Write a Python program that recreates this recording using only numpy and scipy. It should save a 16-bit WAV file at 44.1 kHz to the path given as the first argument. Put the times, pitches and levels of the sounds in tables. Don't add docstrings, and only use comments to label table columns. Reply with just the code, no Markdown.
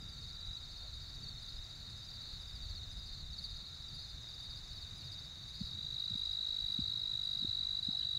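import sys
import numpy as np
from scipy import signal
from scipy.fft import rfft, irfft, next_fast_len
from scipy.io import wavfile

SR = 44100
rng = np.random.default_rng(int(sys.argv[2]) if len(sys.argv) > 2 else 0)


def master_out(mix):
    frames = np.transpose(np.atleast_2d(mix))
    ceiling = np.clip(frames, -1, 1)
    pcm = np.round(ceiling * 32767).astype(np.int16)
    wavfile.write(sys.argv[1], SR, pcm)


N = 360738


def from_db(db):
    return 10 ** (np.asarray(db, float) / 20)


def rms_one(x):
    return x / np.sqrt(np.mean(x ** 2) + 1e-20)


def in_time(rows):
    s, *columns = np.transpose(rows)
    return [np.interp(np.arange(N) / SR, s, column) for column in columns]


def drift(rate):
    knots = rng.standard_normal(N // 40 + 2002)
    r = np.exp(-80 * np.pi * rate / SR)
    slow = signal.lfilter([1], [1, -2 * r, r * r], knots)[2000:]
    return np.interp(np.arange(N) / 40, np.arange(len(slow)), rms_one(slow))


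def coloured(spectrum):
    size = next_fast_len(N)
    hz = np.maximum(np.arange(size // 2 + 1) * SR / size, 1)
    points_hz, points_db = np.transpose(spectrum)
    gain = from_db(np.interp(np.log(hz), np.log(points_hz), points_db))
    white = rfft(rng.standard_normal(size))
    return rms_one(irfft(white * gain, size)[:N])


def resonance(x, hz, width_hz):
    r = np.exp(-np.pi * width_hz / SR)
    feedback = [1, -2 * r * np.cos(2 * np.pi * hz / SR), r * r]
    return signal.lfilter(np.array([1, 0, -1]) * (1 - r * r) / 2, feedback, x)


def strokes(mid_s, hz, peak_db, length_s, fall_hz, bend, peak_at, pointed, overtones_db, rough, turns=None):
    share = np.linspace(0, 1, int(length_s * SR))
    chance = rng.standard_normal((len(mid_s), 9))
    slowing = share ** bend - .5 ** bend
    phase = np.cumsum(np.asarray(hz)[:, None] - fall_hz * slowing, axis=1) * 2 * np.pi / SR
    turns = chance[:, 0] if turns is None else turns
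    phase = phase - phase[:, [len(share) // 2]] + 2 * np.pi * turns[:, None]
    warp = np.log(.5) / np.log(np.clip(peak_at, .2, .8))
    swell = np.abs(np.sin(np.pi * share ** warp)) ** pointed
    wobble = chance[:, 1:] @ np.cos(np.pi * np.outer(np.arange(1, 9), share)) / 2
    overtones = sum(from_db(db) * np.sin((k + 2) * phase) for k, db in enumerate(overtones_db))
    tone = np.sin(phase) + overtones
    sound = from_db(peak_db)[:, None] * swell * (1 + rough * wobble) * tone
    start = np.round((np.asarray(mid_s)[:, None] - length_s / 2) * SR).astype(int)
    at = start + np.arange(len(share))
    inside = (at >= 0) & (at < N)
    return np.bincount(at[inside], sound[inside], N)


def chirped(first_s, gap_ms, count):
    gaps_ms = gap_ms * np.ones(len(first_s))
    return np.asarray(first_s)[:, None] + np.outer(gaps_ms, np.arange(count)) / 1000


# pitch_hz, level_db (per Hz)
HISS = [(25, -16), (100, -17), (200, -2.5), (400, 0), (1000, -2.5), (1500, -15), (2800, -7.5), (4500, -31),
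        (6000, -13.5), (7500, -0.5), (15700, -2.5)]
HISS_DB = -79.5


def microphone_hiss():
    return from_db(HISS_DB) * coloured(HISS) * np.array([[1], [-1]])


# pitch_hz, level_db (per Hz)
AIR = [(120, -2.5), (250, 3), (420, -3.5), (700, 0), (900, -3), (1400, 0), (2000, -2), (3000, -6.5),
       (5300, -4.5), (7500, -7), (8200, -18.5), (11500, -16.5), (12500, -23), (15700, -20)]
AIR_DB = -62.5


def distant_air():
    return from_db(AIR_DB + .5 * drift(0.59)) * coloured(AIR)


# time_s, rumble_db, flutter_db
WIND = [(0.0, -56, -53), (0.8, -49.5, -61.5), (1.25, -55.5, -52.5), (1.59, -52.5, -61), (1.93, -58.5, -56),
        (2.53, -50.5, -58), (3.26, -50, -55), (3.6, -54, -58), (4.51, -56.5, -58), (4.97, -54.5, -54),
        (5.49, -58, -58.5), (5.76, -58.5, -53.5), (6.3, -59.5, -63.5), (6.88, -60, -56), (7.36, -64, -58),
        (7.61, -56, -57.5), (8.18, -60.5, -55.5)]
# pitch_hz, level_db (per Hz)
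RUMBLE = [(8.8, -31), (15, 2), (55, 5), (76, 0.5), (110, -7.5), (140, -42), (240, -120)]
# pitch_hz, level_db (per Hz)
FLUTTER = [(47, -38), (80, -4.5), (141, -7), (226, -21.5), (387, -33), (450, -30.5), (580, -50),
           (990, -120)]


def wind():
    rumble_db, flutter_db = in_time(WIND)
    rumble = from_db(rumble_db + 2.5 * drift(4.7)) * coloured(RUMBLE)
    flutter = from_db(flutter_db + 1.42 * drift(16.5)) * coloured(FLUTTER)
    return rumble + flutter


# time_s, level_db
WHINE = [(0.0, -72.5), (0.6, -73.5), (0.8, -78), (2.1, -75.5), (2.8, -84), (3.8, -76), (5.2, -91),
         (6.2, -75), (7.5, -75), (8.18, -83)]
WHINE_HZ = 1369.5


def whine():
    tone = np.sqrt(2) * np.sin(2 * np.pi * WHINE_HZ * np.arange(N) / SR)
    return from_db(in_time(WHINE)[0] + 1.3 * drift(2.6)) * tone


# strokes_per_s, pitch_hz, peak_db
FAR_SINGERS = [(47.2, 3720, -53), (46.7, 3790, -56.5), (47.64, 3660, -56.5), (48, 3850, -58),
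               (44.8, 3600, -66), (49.57, 3920, -52.5), (50.53, 3760, -55.5), (44.75, 3700, -63),
               (47.63, 3640, -57.5), (49.5, 3810, -60), (45.9, 3750, -62.5), (51.1, 3890, -57)]
# time_s, level_db
FAR_SWELL = [(0.0, -1.5), (8.18, 1)]
FAR_STROKE = dict(length_s=.017, fall_hz=230, bend=0.92, peak_at=0.46, pointed=0.95, overtones_db=[],
              rough=.2)
FAR_SWAY_DB = 1.6


def far_tree_crickets():
    out = 0
    for per_s, hz, db in FAR_SINGERS:
        chance = rng.standard_normal((460, 3))
        wander_s = .00025 * np.cumsum(chance[:, 0])
        s = rng.random() / per_s + np.arange(460) / per_s + wander_s
        sway_db = FAR_SWAY_DB * drift(1.2)[np.clip(s * SR, 0, N - 1).astype(int)]
        peak_db = db + sway_db + 0.6 * chance[:, 2]
        out = out + strokes(s, hz + 20 * chance[:, 1], peak_db, **FAR_STROKE)
    return from_db(in_time(FAR_SWELL)[0]) * out


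SCATTER_DB, SCATTER_T60_S = -10.5, 0.23


def scattered(x):
    t = np.arange(SR // 3) / SR
    tail = rng.standard_normal(len(t)) * from_db(-60 * t / SCATTER_T60_S)
    tail = tail / np.sqrt(np.sum(tail ** 2))
    return x + from_db(SCATTER_DB) * signal.fftconvolve(x, tail)[:N]


# time_s, level_db
BUZZ = [(0.0, -70.5), (4.19, -69.5), (8.18, -71.5)]
# pitch_hz, width_hz, level_db
BUZZ_BODY = [(5815, 30, -8), (6205, 40, -3), (6280, 100, -1), (6350, 40, -3), (6570, 60, -7),
             (6670, 70, -5), (6900, 120, -8), (7140, 60, -10), (7300, 400, -8)]
BUZZ_CLICKS_PER_S, BUZZ_WEAK_DB = 381.5, -0.5
BUZZ_DECAY_CLICKS = 0.45


def buzzer():
    cycles = np.cumsum(BUZZ_CLICKS_PER_S + 1.2 * drift(.4)) / SR
    weak_gain = from_db(BUZZ_WEAK_DB * (cycles % 2 >= 1))
    gate = np.exp(-(cycles % 1) / BUZZ_DECAY_CLICKS) * weak_gain
    body = 0
    for hz, width_hz, db in BUZZ_BODY:
        gain = from_db(db + 0.45 * drift(0.57))
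        once = resonance(rng.standard_normal(N), hz, width_hz)
        body = body + gain * rms_one(resonance(once, hz, width_hz))
    band = signal.butter(3, [5400, 7700], "band", fs=SR, output="sos")
    chopped = signal.sosfilt(band, body * gate)
    return from_db(in_time(BUZZ)[0]) * rms_one(chopped)


# start_s, end_s, ticks_per_s, pitch_hz, peak_db
TICKERS = [(0, 2.0, 14.08, 7610, -71), (2.5, 3.3, 9.1, 7510, -73), (3.6, 4.8, 11, 7610, -75),
           (0, 8.2, 9, 6500, -79)]
TICK_STROKE = dict(length_s=0.038, fall_hz=40, bend=0.73, peak_at=0.38, pointed=2.4, overtones_db=[],
               rough=.2)


def tickers():
    out = 0
    for start, end, per_s, hz, db in TICKERS:
        s = np.arange(start, end, 1 / per_s)
        chance = rng.standard_normal((140, 2))[:len(s)]
        tick_s = s + 0.0034 * chance[:, 0]
        out = out + strokes(tick_s, np.full(len(s), hz), db + 1.9 * chance[:, 1], **TICK_STROKE)
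    return out


# first_stroke_middle_s, pitch_hz, stroke_gap_ms, peak_db
CHIRPS = [(0.036, 4630, 53, -53), (0.131, 4590, 53, -52), (0.172, 4335, 58, -50), (0.216, 5120, 57, -58),
          (0.303, 4670, 54, -49), (0.574, 4590, 58, -53), (0.581, 4300, 60, -51), (0.662, 5120, 57, -58),
          (0.729, 4670, 54, -51), (0.762, 4300, 57, -50), (0.976, 4510, 57, -53), (1.028, 4630, 61, -52),
          (1.095, 5120, 57, -59), (1.27, 4335, 53, -50), (1.385, 4300, 55, -51), (1.428, 4630, 56, -51),
          (1.529, 5120, 57, -58), (1.649, 4670, 54, -52), (1.808, 4335, 60, -50), (1.997, 5120, 57, -57),
          (2.03, 4670, 55, -50), (2.107, 4670, 56, -51), (2.223, 4550, 54, -51), (2.234, 4300, 54, -51),
          (2.252, 4300, 58, -50), (2.421, 5120, 57, -57), (2.504, 4630, 60, -50), (2.647, 4630, 57, -48),
          (2.666, 4300, 58, -51), (2.712, 4335, 62, -49), (2.864, 5120, 57, -58), (3.069, 4510, 54, -52),
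          (3.075, 4710, 52, -52), (3.094, 4300, 54, -49), (3.311, 5120, 57, -60), (3.332, 4630, 56, -51),
          (3.387, 4750, 57, -52), (3.461, 4300, 56, -52), (3.549, 4300, 56, -51), (3.564, 4670, 58, -50),
          (3.772, 5120, 57, -58), (3.891, 4710, 54, -48), (3.928, 4335, 56, -52), (3.995, 4300, 57, -50),
          (4.232, 5120, 57, -57), (4.295, 4670, 53, -48), (4.46, 4670, 52, -49), (4.466, 4335, 57, -51),
          (4.678, 5120, 57, -56), (4.714, 4670, 54, -50), (4.725, 4335, 53, -51), (4.764, 4550, 54, -52),
          (5.011, 4670, 60, -50), (5.023, 4335, 56, -51), (5.131, 4550, 57, -49), (5.144, 5120, 57, -56),
          (5.429, 4510, 57, -52), (5.553, 4670, 55, -50), (5.554, 4300, 56, -49), (5.597, 5120, 57, -56),
          (5.601, 4550, 53, -52), (5.626, 4630, 59, -52), (5.806, 4670, 53, -52), (5.948, 4710, 52, -51),
          (5.95, 4300, 52, -48), (6.046, 5120, 57, -58), (6.228, 4710, 56, -52), (6.382, 4300, 56, -51),
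          (6.411, 4300, 57, -50), (6.487, 5120, 57, -57), (6.617, 4670, 52, -50), (6.771, 4630, 55, -51),
          (6.819, 4300, 56, -52), (6.855, 4230, 58, -52), (6.914, 4335, 56, -48), (6.933, 5120, 57, -58),
          (7.272, 4630, 57, -50), (7.283, 4670, 58, -52), (7.307, 4265, 55, -52), (7.35, 4300, 57, -52),
          (7.378, 5120, 57, -59), (7.433, 4335, 58, -49), (7.54, 4630, 52, -50), (7.711, 4630, 60, -52),
          (7.858, 4300, 53, -51), (7.869, 5120, 57, -57), (7.926, 4335, 56, -50)]
# pitch_hz, stroke_length_s, fall_hz, second_harmonic_db, third_harmonic_db
FIELD_VOICES = [(4290, 0.035, 420, -32, -36.5), (4615, 0.03, 570, -29, -30), (4680, .032, 390, -22, -36.5),
                (4950, 0.02, 450, -22, -36)]
FAINT_VOICES_DB = [-59, -58, -62, -72]
FIELD_STROKE = dict(bend=3.2, peak_at=0.58, pointed=0.86, rough=0.23)
CHIRP_SHAPE_DB, STROKE_SPREAD_DB = [-1, 0, -0.5], 0.43
FAINT_CHIRPS_PER_S, FAINT_SPREAD_HZ, FAINT_GAP_MS = 57, 95, 56


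def field_crickets():
    first_s, hz, gap_ms, db = np.transpose(CHIRPS)
    voice = np.searchsorted([4420, 4760, 4990], hz)
    faint_count = int(FAINT_CHIRPS_PER_S / len(FIELD_VOICES) * N / SR)
    out = 0
    for k, (voice_hz, length_s, fall_hz, *overtones_db) in enumerate(FIELD_VOICES):
        mine = voice == k
        chance = rng.standard_normal((200, 3))[:faint_count]
        faint_s = rng.random(200)[:len(chance)] * N / SR - FAINT_GAP_MS / 1000
        faint_gap_ms = FAINT_GAP_MS + 2.5 * chance[:, 2]
        faint_hz = voice_hz + FAINT_SPREAD_HZ * chance[:, 0]
        faint_db = FAINT_VOICES_DB[k] + 2.1 * chance[:, 1]
        all_s = chirped(np.append(first_s[mine], faint_s), np.append(gap_ms[mine], faint_gap_ms), count=3)
        all_hz = np.append(hz[mine], faint_hz)
        all_db = np.append(db[mine], faint_db)[:, None] + CHIRP_SHAPE_DB
        all_db = all_db + STROKE_SPREAD_DB * rng.standard_normal(all_s.shape)
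        out = out + strokes(all_s.ravel(), np.repeat(all_hz, 3), all_db.ravel(), length_s, fall_hz,
                            overtones_db=overtones_db, **FIELD_STROKE)
    return out


PAIR_S = [1.013, 1.343, 1.668, 2.013, 2.327, 2.696, 3.08, 3.383, 3.7, 4.02, 4.26, 4.592, 4.964, 5.294,
          5.633, 5.991, 6.316, 6.69, 7.03, 7.34, 7.638, 7.921]
PAIR_HZ, PAIR_GAP_MS, PAIR_DB = 5080, 53, -61.5


def pair_cricket():
    s = chirped(PAIR_S, PAIR_GAP_MS, count=2).ravel()
    _, length_s, fall_hz, *overtones_db = FIELD_VOICES[-1]
    return strokes(s, np.full(len(s), PAIR_HZ), np.full(len(s), PAIR_DB), length_s, fall_hz,
                   overtones_db=overtones_db, **FIELD_STROKE)


# first_stroke_middle_s, peak_db
BRIGHT_CHIRPS = [(-.05, -50.5), (.469, -53.5), (.956, -56), (1.427, -53), (1.905, -53.5), (2.414, -53),
                 (2.925, -50.5), (3.43, -51), (3.955, -50), (4.435, -51), (4.981, -50.5), (5.496, -51.5),
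                 (6.184, -49), (6.736, -50), (7.242, -51), (7.85, -50.5)]
BRIGHT_STROKE = dict(length_s=.038, fall_hz=330, bend=2.8, peak_at=0.52, pointed=1.5, rough=0.3)
BRIGHT_HZ, BRIGHT_THIRD_DB, BRIGHT_GAP_MS = 4877, -31, 71.5
BRIGHT_SHAPE_DB, BRIGHT_OCTAVE_DB = [-3.5, -2, -2.5], [-15.5, -24, -22.5]


def bright_cricket():
    first_s, db = np.transpose(BRIGHT_CHIRPS)
    s = chirped(first_s, BRIGHT_GAP_MS, count=3).ravel()
    octave_db = np.tile(BRIGHT_OCTAVE_DB, len(db))[:, None]
    peak_db = (db[:, None] + BRIGHT_SHAPE_DB).ravel()
    return strokes(s, np.full(len(s), BRIGHT_HZ), peak_db,
                   overtones_db=[octave_db, BRIGHT_THIRD_DB], **BRIGHT_STROKE)


# stroke_middle_s, pitch_hz, peak_db
CLOSE_STROKES = [(1.238, 4600, -43.5), (1.287, 4590, -42), (3.338, 4440, -45), (3.388, 4480, -40),
                 (3.447, 4530, -37.5)]
CLOSE_STROKE = dict(length_s=.022, fall_hz=600, bend=4.0, peak_at=.62, pointed=.7, overtones_db=[-29, -37],
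                rough=.2)


def close_cricket():
    return strokes(*np.transpose(CLOSE_STROKES), **CLOSE_STROKE)


# middle_s, peak_db, pitch_hz (at the middle), length_cycles
KNOCKS = [(5.616, -32.5, 187, 3.4), (5.645, -37, 61, 1.2), (6.112, -42.5, 170, 3), (6.132, -40.5, 110, 4.9),
          (6.157, -37.5, 184, 1.8), (6.793, -29.5, 196, 1.85), (6.809, -40, 130, 3.2),
          (6.829, -39.5, 64.5, 2.4), (7.428, -42, 206, 3), (7.449, -35, 218, 1.35), (7.491, -41, 99.5, 2.2),
          (7.89, -33.5, 197, 2.15)]
# middle_s, length_s, low_hz, high_hz, level_db
RUSTLES = [(.85, .08, 457, 796, -66), (4.243, 0.0045, 300, 1200, -55), (5.03, .01, 2500, 3420, -63),
           (6.79, 0.012, 2400, 3300, -63), (7.932, 0.074, 638, 885, -64.5), (8.017, .05, 1510, 1800, -69),
           (8.031, .05, 2900, 3400, -61)]
KNOCK_SLOWING = 0.087


def handling():
    t, out = np.arange(N) / SR, 0
    for s, db, hz, cycles in KNOCKS:
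        turns = (t - s) * hz
        swing = np.cos(2 * np.pi * turns * (1 - KNOCK_SLOWING * turns / 2))
        out = out + from_db(db) * np.exp(-(turns / cycles * 3) ** 2) * swing
    for s, length, low_hz, high_hz, db in RUSTLES:
        band = signal.butter(2, [low_hz, high_hz], "band", fs=SR, output="sos")
        puff = rms_one(signal.sosfilt(band, rng.standard_normal(N)))
        out = out + from_db(db) * np.exp(-((t - s) / length * 2) ** 2) * puff
    return out


# delay_s, level_db
ECHOES = [(.004, -23), (0.01, -18.5), (.023, -15.5), (.041, -22.5)]


def outdoors(x):
    return x + sum(from_db(db) * np.pad(x, (int(lag * SR), 0))[:N] for lag, db in ECHOES)


# first_stroke_s, strokes, first_gap_ms, start_pitch_hz, first_peak_db, full_peak_db
NEAR_TRILLS = [(0.2733, 16, 19.9, 3900, -50, -36), (5.6385, 131, 19.2, 3868, -43, -31)]
TREE_STROKE = dict(length_s=.016, fall_hz=280, bend=.7, peak_at=0.52, pointed=1.5, overtones_db=[-36.5, -44.5],
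               rough=0.06)
GAP_GROWS_MS = .007
SWELL_S, PITCH_RISE_HZ_PER_S = 0.27, 18
MISSED_STROKE_S = 7.813


def near_tree_cricket():
    out = 0
    for first_s, count, gap_ms, start_hz, first_db, full_db in NEAR_TRILLS:
        k = np.arange(count)
        chance = rng.standard_normal((count, 4)) * [0.00069, 24, 0.33, 0.12]
        s = first_s + (gap_ms * k + GAP_GROWS_MS * k * (k - 1) / 2) / 1000
        grown = 1 - np.exp(-(s - first_s) / SWELL_S)
        hz = start_hz + PITCH_RISE_HZ_PER_S * (s - first_s)
        db = first_db + (full_db - first_db) * grown
        s = np.round((s + chance[:, 0]) * SR) / SR
        turns = np.cumsum(np.diff(s, prepend=0) * hz + chance[:, 3])
        db = np.where(abs(s - MISSED_STROKE_S) < .008, -90, db)
        out = out + strokes(s, hz + chance[:, 1], db + chance[:, 2], turns=turns, **TREE_STROKE)
    return out


NEAR_ECHO_DB = -5


def scene():
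    chorus = scattered(far_tree_crickets())
    chirpers = field_crickets() + pair_cricket() + bright_cricket() + close_cricket()
    insects = outdoors(chorus + chirpers + tickers()) + buzzer()
    near = near_tree_cricket()
    near_echoes = from_db(NEAR_ECHO_DB) * (outdoors(near) - near)
    mono = insects + near + near_echoes + distant_air() + whine() + wind() + handling()
    return mono + microphone_hiss()


CUTOFF_HZ = 15720


def record(dry):
    return signal.sosfilt(signal.ellip(12, .5, 70, CUTOFF_HZ, fs=SR, output="sos"), dry)


dry = scene()
out = record(dry)
master_out(out)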